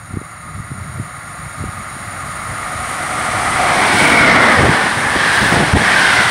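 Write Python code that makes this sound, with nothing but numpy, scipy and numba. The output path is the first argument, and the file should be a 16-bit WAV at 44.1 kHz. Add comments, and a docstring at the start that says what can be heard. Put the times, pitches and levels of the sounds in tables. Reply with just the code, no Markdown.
"""A breeze puffs and thumps at the microphone while rails sing ever louder ahead of an express that rushes past.
Filtered noise makes the breeze, the slipstream, the singing rails, the roaring track and the hiss of the bogies.
Each bogie of the electric train sweeps by about three metres away; its wheels ring as resonant noise
that travel time bends down in pitch.
Single eddies are pressure pulses, and a limiter ducks under the strongest blows."""
import sys
import numpy as np
from scipy import signal
from scipy.fft import rfft, irfft
from scipy.io import wavfile
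from scipy.ndimage import uniform_filter1d, minimum_filter1d, map_coordinates
from numba import njit

SR = 44100
rng = np.random.default_rng(int(sys.argv[2]) if len(sys.argv) > 2 else 0)


def materialize(psi):
    """Save the field psi as 16-bit PCM at rate SR to the path in sys.argv[1].

    A 1-D psi becomes a single channel; in a 2-D psi each row is a channel.
    """
    bounded = np.clip(np.atleast_2d(psi).T, -1, 1)
    quanta = np.round(bounded * 32767).astype(np.int16)
    wavfile.write(sys.argv[1], SR, quanta)


N = 277830
TIME = np.arange(N) / SR  # s
FREQS = np.maximum(np.arange(N // 2 + 1) * SR / N, 1)  # Hz

SPEED = 33  # m/s
ARRIVES_S, COACHES_S = 4, 4.81  # the locomotive's nose arrives, then the first coach


def undb(db):
    """Decibels to gain."""
    return 10 ** (np.asarray(db) / 20)


def colour(points):
    """Gain per frequency through (Hz, dB) points, joined on a logarithmic frequency scale."""
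    hz, db = np.transpose(points)
    return undb(np.interp(np.log(FREQS), np.log(hz), db))


def resonances(modes):
    """Gain per frequency of steep-sided resonances, added as power."""
    power = 0
    for hz, width_hz, db in modes:
        peak = undb(db) / (1 + 2 * ((FREQS - hz) / width_hz) ** 2)
        power = power + peak ** 2
    return np.sqrt(power)


def ripple(spacing_hz, depth_db):
    """Gain per frequency of many narrow, unevenly strong modes of steel."""
    grid_hz = np.arange(1024) * spacing_hz
    strength = rng.standard_normal(len(grid_hz))
    return undb(depth_db * np.interp(FREQS, grid_hz, strength))


def noise(gain):
    """Random excitation through a response, rms 1."""
    shaped = irfft(rfft(rng.standard_normal(N)) * gain, N)
    return shaped / shaped.std()


def waver(rate_hz, depth_db):
    """A gain that wanders at random, mostly slower than rate_hz; depth_db is rms."""
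    coarse = TIME[::32]
    hz = np.fft.rfftfreq(len(coarse), coarse[1])
    spectrum = rfft(rng.standard_normal(len(coarse))) / (1 + (hz / rate_hz) ** 4)
    slow = irfft(spectrum, len(coarse))
    return np.interp(TIME, coarse, undb(depth_db * slow / slow.std()))


def swells(table):
    """Summed gain of rounded bursts, each at half its peak gain half a length from its middle."""
    return sum(undb(db) / (1 + (2 * (TIME - s) / length) ** 6) for s, length, db in table)


def after(s, fade_s):
    """A smooth step from 0 to 1 around time s."""
    return .5 + .5 * np.tanh((TIME - s) / fade_s)


# puffs of the breeze: middle_s, length_s, level_db
PUFFS = [(.155, 0.075, -30.5), (.54, .19, -33.5), (.86, 0.31, -35), (1.0, 0.063, -31.5),
         (1.42, 0.071, -36.5), (1.64, .12, -28), (1.8, 0.061, -33), (2.05, 0.24, -42), (2.26, 0.055, -31.5),
         (2.51, 0.05, -27.5)]
# relative spectrum of the breeze: freq_hz, level_db
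WIND_COLOUR = [(20, -32), (40, -18), (65, -1), (100, 4), (150, 2), (240, -10), (400, -23), (800, -32),
               (2000, -65)]


def breeze(near):
    """Turbulence rumbles in fits: steady air, puffs, and a draught that grows with the train and lasts."""
    steady = undb(-44) * waver(10, 2.2)
    draught = undb(-33.5) * near ** 0.37
    strength = steady + draught + swells(PUFFS)
    return noise(colour(WIND_COLOUR)) * waver(33, 2.3) * strength


# gusts of the slipstream: middle_s, length_s, level_db
GUSTS = [(4.17, 0.6, -24.5), (4.65, 0.14, -12.5), (5.165, 0.028, -20.5), (5.445, 0.06, -17.5),
         (5.58, 0.16, -16.5), (5.755, 0.042, -11.5), (5.81, 0.028, -17), (6.0, 0.75, -28.5)]
# relative spectrum of the gusts: freq_hz, level_db
GUST_COLOUR = [(25, -30), (50, -6), (90, 1), (160, 1), (260, -3), (420, -6.5), (750, -8.5), (1500, -33),
               (3000, -61)]


def slipstream():
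    """Turbulent air around the train buffets the microphone in bursts."""
    return noise(colour(GUST_COLOUR)) * waver(44, 2.95) * swells(GUSTS)


# single eddies that thump the microphone: middle_s, peak_db, pitch_hz
EDDIES = [(.109, -22, 110), (0.141, -16.5, 150), (0.16, -26, 200), (0.1722, -10.5, 182), (0.216, -20, 237),
          (0.602, -21, 133), (0.717, -17, 160), (0.986, -24, 200), (0.999, -15, 155), (1.641, -14, 224),
          (1.659, -18, 89), (1.967, -21, 160), (4.612, -6, 119), (5.162, -15, 190), (5.431, -7.5, 140),
          (5.529, -9, 220), (5.626, -12, 202), (5.7386, 2.5, 93), (5.749, -1, 130), (5.764, -4.5, 140)]


def eddies():
    """Each strong eddy is one push and pull of pressure."""
    thumps = np.zeros(N)
    for s, db, hz in EDDIES:
        turn = 2 * np.pi * hz * (TIME - s)
        thumps -= undb(db) * turn * np.exp((1 - turn ** 2) / 2)
    return thumps


# high waves that run far along the rails, relative levels: freq_hz, width_hz, level_db
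RAIL_MODES = [(3900, 540, -14.5), (4600, 180, -16), (5580, 150, -15), (6700, 190, -8.5), (7120, 260, -9.5),
              (8650, 400, -16), (9250, 350, -7), (9570, 160, 0.5), (10100, 220, -34)]
# the highest rail waves, which carry furthest, relative levels: freq_hz, level_db
RAIL_TOP = [(7900, -37), (8500, -3), (10300, -8), (11500, -14.5), (13700, -24), (16000, -26)]
# relative spectrum of the rails when the train is near: freq_hz, level_db
RAIL_HISS = [(2500, -6), (5000, -11.5), (6100, -7.5), (7000, -8), (7700, -7.5), (8600, 0), (9600, 0.5),
             (10300, -7.5), (11500, -16.5), (13500, -29), (16000, -36)]


def rails(near):
    """Only lightly damped waves get far along the steel; the gaps between them fill as the train nears."""
    hiss_share = np.clip((near * 4.1) ** 1.6 + 0.00056, 0, .97)
    modes = ripple(45, 1.0)
    far_waves = np.hypot(resonances(RAIL_MODES), undb(-7.5) * colour(RAIL_TOP))
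    singing = noise(far_waves * modes) * undb(0.46)
    hiss = noise(colour(RAIL_HISS) * modes) * undb(4.0)
    whistle = noise(resonances([(9460, 55, 0)])) * waver(13, 1.5) * undb(-14) * np.sqrt(1 - near)
    blend = np.sqrt(1 - hiss_share) * singing + np.sqrt(hiss_share) * hiss
    return (blend + whistle) * waver(30, 0.59)


# relative spectrum of the track from afar: freq_hz, level_db
TRACK_FAR = [(150, -6.5), (300, -11), (450, -20), (600, -7.5), (1000, -9.5), (1600, -7.5), (2150, -5.5),
             (2400, -19), (2750, -19.5), (3000, -40), (5000, -29), (6000, -48)]
# resonances of rails on sleepers, relative levels: freq_hz, width_hz, level_db
TRACK_MODES = [(965, 43, -15), (1088, 18, 2.5), (1163, 25, 2.5), (1240, 55, 5), (1387, 81, 1.5),
               (1950, 190, -9.5)]
# damped sleeper resonances, which come up as the train nears, relative levels: freq_hz, width_hz, level_db
SLEEPER_MODES = [(607, 160, -10), (734, 50, 3.5), (1167, 19, -7)]
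# relative spectrum of the track alongside: freq_hz, level_db
TRACK_NEAR = [(80, -26), (200, -3.5), (400, -6.5), (580, -5), (800, 1), (1100, -1.5), (1330, -5),
              (1650, -2), (2150, -1.5), (2500, -10.5), (3500, -47)]


def track(near):
    """Rough wheels shake rails and sleepers: distinct resonances from afar, a broad roar alongside."""
    far_response = np.hypot(colour(TRACK_FAR), resonances(TRACK_MODES))
    far = noise(far_response) * waver(20, 0.32) * undb(3.0)
    sleepers = noise(resonances(SLEEPER_MODES)) * waver(8.8, 2.0) * (near + 0.022) ** 0.47
    close = noise(colour(TRACK_NEAR)) * waver(6.1, 0.99) * undb(0.5)
    return np.sqrt(1 - near) * (far + sleepers) + np.sqrt(near) * close


# thin fizz of the wheel contacts, in bursts: middle_s, length_s, level_db
FIZZ = [(4.08, 0.27, -40), (5.43, 0.25, -41), (6.12, 0.53, -46)]
# relative spectrum of the fizz: freq_hz, level_db
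FIZZ_COLOUR = [(8000, -20.5), (11000, 1.5), (13500, -7), (15500, 1)]


def contact_fizz():
    """The wheel contacts fizz thinly in bursts of very high noise."""
    return noise(colour(FIZZ_COLOUR)) * swells(FIZZ)


ROAR_DB, ROAR_COACH_DB = -14.5, -5  # level at the locomotive, change under the lighter coaches
ROAR_REACH_M, ROAR_LOSS_DB = 14.7, 25  # length of track that radiates, loss per tenfold distance
SINGING_DB, RAIL_REACH_M = -29.5, 80.3  # level as the train arrives, distance in steel that damps to 1/e
COVERED_DB, COVER_DELAY_S = -4, 0.19  # change once the train covers the rails, this long after the nose
SINGING_FIZZ_DB, FIZZ_FULL_DB = 2.5, -46  # lift by fizzing contacts, fizz level that gives most of it


def rolling(distance_m, near):
    """The roar spreads through the air and weakens with distance; steel damps the singing metre by metre."""
    spreading_db = ROAR_LOSS_DB * np.log10(np.hypot(1, distance_m / ROAR_REACH_M))
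    roar_db = ROAR_DB - spreading_db + ROAR_COACH_DB * after(COACHES_S, 0.11)
    covered = after(ARRIVES_S + COVER_DELAY_S, .06)
    fizzing = np.tanh(swells(FIZZ) / undb(FIZZ_FULL_DB))
    singing_db = SINGING_DB + COVERED_DB * covered + SINGING_FIZZ_DB * fizzing
    singing_gain = undb(singing_db) * np.exp(-distance_m / RAIL_REACH_M)
    return track(near) * undb(roar_db) + rails(near) * singing_gain


# relative spectrum of the hiss around the bogies: freq_hz, level_db
RUSH_COLOUR = [(1200, -17.5), (2300, 1), (3200, 1.5), (4200, -2.5), (5500, -6.5), (6600, -15),
               (9000, -13.5), (11500, -32), (13500, -35), (15500, -32)]
RUSH_LEAD_M = 8  # the hiss peaks this far before a bogie is abreast
RUSH_LOCO_M, RUSH_COACH_M, RUSH_BEHIND_M = 13.4, 4.4, 10.9  # fades: ahead of loco, of coach, behind either


def rush(fall=1.77):
    """Wheels and air hiss from every bogie: it swells as the bogie nears and fades behind it."""
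    power = 0
    for bogies, ahead_m in (LOCO_BOGIES, RUSH_LOCO_M), (COACH_BOGIES, RUSH_COACH_M):
        for abreast_s, *_, hiss_db in bogies:
            along_m = SPEED * (TIME - abreast_s) + RUSH_LEAD_M
            reach_m = np.where(along_m < 0, ahead_m, RUSH_BEHIND_M)
            power = power + undb(hiss_db) ** 2 / (1 + (along_m / reach_m) ** 2) ** fall
    return noise(colour(RUSH_COLOUR)) * waver(36, 0.12) * np.sqrt(power)


TRACK_OFFSET_M, SOUND_SPEED = 3.2, 343  # closest distance, m/s
WHEEL_TONE_HZ, WHEEL_TONE_WIDTH_HZ = 2090, 132  # upper wheel tone, before each bogie's pitch ratio


def bogie(abreast_s, ring_db, pitch_ratio, tone_db, modes, lead_m, reach_m):
    """Ringing wheels go by: travel time bends their pitch, and they are loudest just before they are abreast."""
    along_m = SPEED * (TIME - abreast_s)
    extra_path_m = np.hypot(along_m, TRACK_OFFSET_M) - TRACK_OFFSET_M
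    arrival = TIME + extra_path_m / SOUND_SPEED
    emitted = np.interp(TIME, arrival, TIME)  # when the sound heard now left the wheels
    wheel_tone = (WHEEL_TONE_HZ, WHEEL_TONE_WIDTH_HZ, tone_db)
    wheels = resonances([*modes, wheel_tone]) * ripple(25.1, 1.8)
    ring = noise(wheels) * waver(23, 0.64)
    heard = map_coordinates(ring, [emitted * pitch_ratio * SR + SR], order=3, mode="wrap")
    # the platform edge screens the wheels once they are some way off
    past_peak_m = SPEED * (emitted - abreast_s) + lead_m
    spread = (1 + (past_peak_m / reach_m) ** 2) ** -.85
    return heard * spread * undb(ring_db)


# bogies of the locomotive, tone_db relative to the modes: abreast_s, ring_db, pitch_ratio, tone_db, hiss_db
LOCO_BOGIES = [(4.31, -8.5, 0.98, 5, -24.5), (4.52, -10, .94, 2.5, -19.5)]
# bogies of the coaches, tone_db relative to the modes: abreast_s, ring_db, pitch_ratio, tone_db, hiss_db
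COACH_BOGIES = [(4.97, -18, .92, -4, -26.5), (5.49, -13.5, .99, -31, -22.5),
                (5.68, -17.5, 1.02, -21, -24.5), (6.12, -14.5, .99, -8.5, -23.5),
                (6.27, -15.5, .95, -4, -21), (6.42, -14, .88, 2, -23)]
# locomotive running gear before pitch ratio and motion, relative levels: freq_hz, width_hz, level_db
LOCO_MODES = [(250, 116, 0), (540, 170, -4.5), (652, 51, 1), (1110, 51, -1), (1353, 175, 1),
              (1810, 120, -1.5)]
# coach running gear before pitch ratio and motion, relative levels: freq_hz, width_hz, level_db
COACH_MODES = [(328, 230, -19), (790, 200, -9), (1080, 130, -6), (1527, 230, 1.5), (1730, 73, -3.5)]
RING_LEAD_LOCO_M, RING_LEAD_COACH_M = 3.8, 7.2  # the ring peaks this far before abreast
RING_REACH_M = 5.53  # and fades over this distance


def running_gear():
    """Two heavy motor bogies ring past, then the lighter ones of the coaches."""
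    gear = np.zeros(N)
    for *ring, _ in LOCO_BOGIES:
        gear += bogie(*ring, LOCO_MODES, RING_LEAD_LOCO_M, RING_REACH_M)
    for *ring, _ in COACH_BOGIES:
        gear += bogie(*ring, COACH_MODES, RING_LEAD_COACH_M, RING_REACH_M)
    return gear


NEAR_M, NEAR_FALL = 16.3, 1.16  # the train sounds near within this distance; how steeply that fades beyond


def scene():
    """The train closes in at a steady speed; all sources at one microphone, the same in both channels."""
    distance_m = SPEED * np.maximum(ARRIVES_S - TIME, 0)  # to the nose; 0 once it has arrived
    near = np.clip((1 + (distance_m / NEAR_M) ** 2) ** -NEAR_FALL, 0, 1)
    wind = breeze(near) + slipstream() + eddies()
    train = rolling(distance_m, near) + contact_fizz() + rush() + running_gear()
    return np.tile(wind + train, (2, 1))


@njit
def hold(size, release):
    """Peak follower: instant to rise, slow to fall."""
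    out, level = np.empty(len(size)), 0.
    for i in range(len(size)):
        level = max(size[i], level * release)
        out[i] = level
    return out


def record(dry, low_cut_hz=40, ceiling_db=-0.3, release_s=0.035, top_hz=15680):
    """The microphone sheds the deepest bass, a limiter holds down the peaks, then the top is cut."""
    low_cut = signal.butter(2, low_cut_hz, "high", fs=SR, output="sos")
    sound = signal.sosfilt(low_cut, dry)
    peak = hold(np.abs(sound[0]), np.exp(-1 / (release_s * SR)))
    gain = 1 / np.maximum(peak / undb(ceiling_db), 1)
    # the limiter looks ahead, so it is already down when a peak comes
    gain = uniform_filter1d(minimum_filter1d(gain, size=129), size=129)
    top_cut = signal.ellip(12, .1, 80, top_hz, fs=SR, output="sos")
    return signal.sosfilt(top_cut, sound * gain)


dry = scene()
out = record(dry)
materialize(out)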